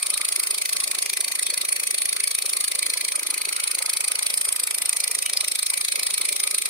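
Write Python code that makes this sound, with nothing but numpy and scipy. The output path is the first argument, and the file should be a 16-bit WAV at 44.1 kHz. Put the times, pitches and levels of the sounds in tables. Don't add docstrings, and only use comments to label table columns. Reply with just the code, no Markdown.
import sys
import numpy as np
from scipy import signal
from scipy.fft import rfft, irfft
from scipy.io import wavfile
from scipy.ndimage import uniform_filter1d

SR = 44100
rng = np.random.default_rng(int(sys.argv[2]) if len(sys.argv) > 2 else 0)


def ratio_of_db(decibels):
    return 10 ** (np.asarray(decibels, float) / 20)


def generate_wav(sig):
    pcm = np.round(np.clip(np.atleast_2d(sig).T, -1, 1) * 32767).astype(np.int16)
    wavfile.write(sys.argv[1], SR, pcm)


N = 295029

BLOWS_PER_S = 27.148
BLOW_DB, RETURN_DB, TIP_HZ = -25.5, -44.5, 9290
LIFT_S, RECUT_S, SETTLE_S = 4.3, 4.81, 0.11
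SLIDE_HZ, SLIDE_WIDTH_HZ = 11250, 350
BITE_HZ, BITE_WIDTH_HZ = 4920, 910
SHAKE_DB, SHAKE_SPREAD_DB = -85, 9.5
BURST_SAMPLES = 4096
HZ = np.fft.rfftfreq(BURST_SAMPLES, 1 / SR)

# frequency in Hz, level in dB.
BLOW_COLOUR = [(120, -31.5), (300, -25), (1600, -17.5), (2100, -8), (2560, -7), (2750, -14), (4300, -4.5),
               (5200, -5), (7400, -13.5), (8400, -5), (9300, 5.5), (10300, -5.5), (12500, -18),
               (15000, -17)]
# frequency in Hz, level in dB.
KNOCK_COLOUR = [(150, -26), (330, -10.5), (500, -7), (800, -11), (1150, -2.5), (1600, -13), (3000, -14),
                (6000, -42)]
# frequency in Hz, level in dB.
HISS_COLOUR = [(120, -36.5), (400, -16.5), (1600, -10), (2300, -1.5), (3000, -4.5), (4300, -2.5),
               (7200, -6), (9300, -2), (10800, -3), (15000, -10.5)]
# frequency in Hz, width in Hz, level over the broad colour in dB.
METAL_MODES = [(408, 40, -3), (580, 66, 3), (846, 9.7, -22), (1116, 15, -2), (1252, 21, 5), (2040, 68, 0.5),
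               (2150, 100, -5.5), (2275, 60, 2.5), (2398, 45, 3), (2527, 23, 3), (2830, 20, -19),
               (3320, 134, -6.5), (13430, 240, 4.5), (3760, 59, 0), (4040, 29, -2), (4240, 183, -3),
               (4437, 110, 2.5), (4370, 31, -5), (8700, 730, -9.5), (9070, 200, -12)]
# frequency in Hz, left minus right in dB.
PORT_BALANCE = [(60, -0.5), (110, -1), (200, 0), (380, 0), (700, 2), (1290, 1.5), (2380, -0.5), (4400, 1),
                (8120, 0.0), (15000, -1.5)]
# time in seconds, piston lag behind a steady beat in ms,
# tip freedom in dB, tip ring in Hz.
HAND_PATH = [(0.0, -6.5, -1, 9280), (0.35, -6.0, 0.9, 9390), (0.7, -5.5, 0.2, 9330), (1.45, -6, -0.3, 9360),
             (1.75, -4, 0.1, 9430), (2.1, -6, -.3, 9390), (2.65, -6.8, 0.7, 9410), (2.9, -7.5, -0.1, 9220),
             (3.25, -8.5, -1.1, 9440), (3.5, -8, -1.4, 9305), (3.75, -5.5, -0.7, 9370),
             (4.2, -6.5, 0.4, 9290), (4.5, -4, 1.3, 9200), (4.85, -3.5, 1.1, 9245), (5.2, -5, .4, 9330),
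             (5.6, -5.5, -.4, 9180), (6.0, -7.5, -.6, 9146), (6.69, -8, 0, 9290)]
# frequency in Hz,
# change in dB per dB of freedom, change in dB per 100 Hz of tip ring.
DAMPED_PARTS = [(4030, -1.7, -1.83), (4900, 0.1, -2), (2360, -2, -0.55)]
# frequency in Hz, width in Hz, change in dB.
LIFTED_MODES = [(4200, 1260, -7), (4350, 310, -5), (6040, 990, -8), (8160, 500, 5), (11800, 550, 7),
                (12900, 650, 6), (15400, 900, -13), (2380, 1000, -3.5)]
# frequency in Hz, width in Hz, change in dB.
NEW_CUT_MODES = [(3720, 550, -1), (4494, 365, -11), (6300, 1300, 0.5), (12900, 450, 8), (14800, 500, 1)]
# centre in seconds, length in seconds, change in dB.
FINGER_SLIDES = [
    (1.17, 0.15, 9),
    (1.72, 0.25, 10),
    (3.7, 0.89, -2.5),
    (5.35, 0.55, -1),
]
# centre in seconds, length in seconds, change in dB.
DEEP_BITES = [
    (5.04, .05, 9),
    (5.19, 0.045, 8),
    (5.37, .06, 15),
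]
# centre in seconds, length in seconds, change in dB.
AIR_SURGES = [
    (.68, 0.11, -0.5),
    (1.3, 0.1, 0),
    (2.4, 0.11, -2.5),
    (3.11, 0.084, -8),
    (3.75, 0.85, 5.5),
    (4.7, 0.48, -0.5),
    (2.85, 0.28, 0.5),
    (5.6, 0.18, -10),
    (5.9, 0.068, -18),
    (6.45, .4, -2.5),
]
# start in seconds, level in dB.
BENCH_THUDS = [(0.187, -65), (0.332, -83.5), (0.781, -67), (0.997, -67), (1.442, -69), (1.846, -66),
               (2.034, -67), (2.615, -75), (2.869, -71), (3.931, -70), (4.386, -74), (4.504, -66),
               (4.906, -73), (5.497, -73), (6.157, -65), (6.269, -79), (6.42, -65), (6.559, -69),
               (6.599, -72)]


def blows(strokes_s, grip, bent_hz, bass_cut, damping):
    lead_s = 0.0012 * bump(HZ, 0, 2980)
    lead = np.exp(2j * np.pi * HZ * lead_s)
    colour = lead / np.sqrt(damping) * bass_cut * grip * ratio_of_db(read(BLOW_COLOUR, bent_hz) + 1.5)
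    return spray(strokes_s, colour, rise_ms=4.02, fall_ms=3.7, square=1.45, even=0.35, alike=0.71, turn_hz=300,
                 patch_db=2.09, patch_hz=954, fine_db=1.67, rattle_db=2.5)


def return_knocks(strokes_s, bass_cut):
    level_db = RETURN_DB + swells(AIR_SURGES, strokes_s) + read(KNOCK_COLOUR, HZ) + 9
    return spray(strokes_s - 0.0145, bass_cut * ratio_of_db(level_db), rise_ms=8.5, fall_ms=12.0, square=2.06,
                 even=0.13, alike=0.85, turn_hz=1495, patch_db=3.0, patch_hz=610, fine_db=2.93, rattle_db=2.5)


def shop_hiss(strokes_s, grip, bent_hz, bass_cut, damping):
    smeared_grip = np.sqrt(grip * grip.mean(axis=0))
    colour = damping * bass_cut * smeared_grip * ratio_of_db(read(HISS_COLOUR, bent_hz) - 11.5)
    return spray(strokes_s, colour, rise_ms=6.4, fall_ms=19.4, square=1.35, even=0.15, alike=0.75, turn_hz=300,
                 patch_db=4.5, patch_hz=505, fine_db=2.27, rattle_db=0.4)


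def bench_thuds(strokes_s):
    shakes_db = SHAKE_DB + SHAKE_SPREAD_DB * np.minimum(rng.standard_normal(len(strokes_s)), 1.1)
    shakes_db = shakes_db + 2.0 * swells(AIR_SURGES, strokes_s)[:, 0]
    events = [(s + 0.0224, db + 11.5) for s, db in BENCH_THUDS]
    events += list(zip(strokes_s[1:-1], shakes_db[1:]))
    push = np.zeros((2, N))
    for s, db in events:
        push[:, min(round(s * SR), N - 1)] += ratio_of_db(db) * rng.choice([-1, 1], 2)
    t_s = np.arange(-600, 600) / SR
    left = signal.oaconvolve(push[0], np.exp(-(t_s / 0.0022) ** 2), "same")
    right = signal.oaconvolve(push[1], np.exp(-(t_s / 0.0026) ** 2), "same")
    return np.array([left * 1.3, np.roll(right, round(0.0025 * SR)) * 1.5])


def spray(strokes_s, colour, rise_ms, fall_ms, square, even, alike, turn_hz,
          patch_db, patch_hz, fine_db, rattle_db):
    count = len(strokes_s)
    t_ms = (np.arange(BURST_SAMPLES) - BURST_SAMPLES // 4) / SR * 1000
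    shape = np.exp(-abs(t_ms / np.where(t_ms < 0, rise_ms, fall_ms)) ** square)
    rattle = uniform_filter1d(rng.standard_normal((count, 1, BURST_SAMPLES)), size=60)
    rattle = uniform_filter1d(rattle, size=40)
    shape = shape * ratio_of_db(2 * rattle_db * np.tanh(rattle / rattle.std() / 2))
    z = rfft(rng.standard_normal((count, 3, BURST_SAMPLES)) * shape)
    turn = np.angle(field(count, turn_hz, 3.1) + 1j * field(count, turn_hz, 3.0))
    turn = turn * np.array([[0.5], [-0.5]])
    alike = np.clip(alike, 0, 1)
    z = alike * z[:, :1] * np.exp(1j * turn) + np.sqrt(1 - alike ** 2) * z[:, 1:]
    z = z / abs(z) ** np.clip(even, 0, 0.9)
    z = z / np.sqrt(uniform_filter1d(abs(z) ** 2, size=80))
    patches_db = patch_db * field(count, patch_hz, 0.13) + fine_db * field(count, 120, 12.0)
    sides = ratio_of_db(read(PORT_BALANCE, HZ) * np.array([[0.5], [-0.5]]))
    spectrum = z * colour[:, None] * ratio_of_db(patches_db) * sides * metal()
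    bursts = irfft(spectrum) * np.sqrt(BURST_SAMPLES)
    out = np.zeros((2, N + 3 * BURST_SAMPLES))
    starts = np.round(strokes_s * SR).astype(int) + BURST_SAMPLES * 3 // 4
    for at, burst in zip(starts, bursts):
        out[:, at:at + BURST_SAMPLES] += burst
    return out[:, BURST_SAMPLES:BURST_SAMPLES + N]


def metal():
    response = 1 + sum(ratio_of_db(db) / (1 + 2j * (HZ - hz) / width_hz) for hz, width_hz, db in METAL_MODES)
    return abs(response) * np.exp(0.4j * np.angle(response))


def hold(strokes_s):
    free_db, tip_hz = column(HAND_PATH, strokes_s).T[1:, :, None]
    db = BLOW_DB + free_db
    db = db + swells(FINGER_SLIDES, strokes_s) * bump(HZ, SLIDE_HZ, SLIDE_WIDTH_HZ)
    db = db + swells(DEEP_BITES, strokes_s) * bump(HZ, BITE_HZ, BITE_WIDTH_HZ)
    for hz, by_free, by_tip in DAMPED_PARTS:
        db = db + (by_free * free_db + by_tip * (tip_hz - TIP_HZ) / 100) * bump(HZ, hz, 0.32 * hz)
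    lifted = 0.5 + 0.5 * np.tanh((strokes_s[:, None] - LIFT_S) / SETTLE_S)
    cutting = 0.5 + 0.5 * np.tanh((strokes_s[:, None] - RECUT_S) / SETTLE_S)
    for share, modes in ((lifted - cutting, LIFTED_MODES), (cutting, NEW_CUT_MODES)):
        db = db + share * sum(mode_db * bump(HZ, hz, width_hz) for hz, width_hz, mode_db in modes)
    return ratio_of_db(db), HZ - (tip_hz - TIP_HZ) * bump(HZ, TIP_HZ, 4000)


def field(strokes, width_hz, memory):
    width = max(round(width_hz / HZ[1]), 1)
    keep = np.exp(-1 / memory)
    fresh = uniform_filter1d(rng.standard_normal((strokes + 20, len(HZ))), width) * np.sqrt(width)
    return signal.lfilter([np.sqrt(1 - keep ** 2)], [1, -keep], fresh, axis=0)[20:, None]


def swells(events, s):
    return sum(db * bump(s, at, length) for at, length, db in events)[:, None]


def bump(x, centre, width):
    return np.exp(-(2 * (x - centre) / width) ** 2)


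def read(points, hz):
    f, value = np.transpose(points)
    return np.interp(np.log(hz + 1), np.log(f + 1), value)


def column(rows, s):
    rows = np.array(rows)
    return np.array([np.interp(s, rows[:, 0], c) for c in rows[:, 1:].T]).T


def scene():
    beat_s = np.arange(0, N / SR * BLOWS_PER_S + 1) / BLOWS_PER_S
    strokes_s = beat_s + column(HAND_PATH, beat_s)[:, 0] / 1000
    grip, bent_hz = hold(strokes_s)
    bass_cut = 1 / np.sqrt(1 + (135 / (HZ + 1)) ** 12)
    damping = ratio_of_db(-3 * np.clip((HZ - 5000) / 7000, 0, 1))
    mix = blows(strokes_s, grip, bent_hz, bass_cut, damping)
    mix = mix + return_knocks(strokes_s, bass_cut)
    mix = mix + shop_hiss(strokes_s, grip, bent_hz, bass_cut, damping)
    return mix + bench_thuds(strokes_s)


def band_limit(x):
    return signal.sosfilt(signal.butter(12, 16000, fs=SR, output="sos"), x)


def record(dry):
    hz = np.fft.rfftfreq(N, 1 / SR)
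    dip_db = -6 * bump(hz, 15480, 220) - 3 * bump(hz, 15760, 250)
    edge_db = -70 * np.clip((hz - 15740) / 190, 0, 1) ** 2
    mix = irfft(rfft(dry) * ratio_of_db(dip_db + edge_db), N)
    return band_limit(mix)


dry = scene()
out = record(dry)
generate_wav(out)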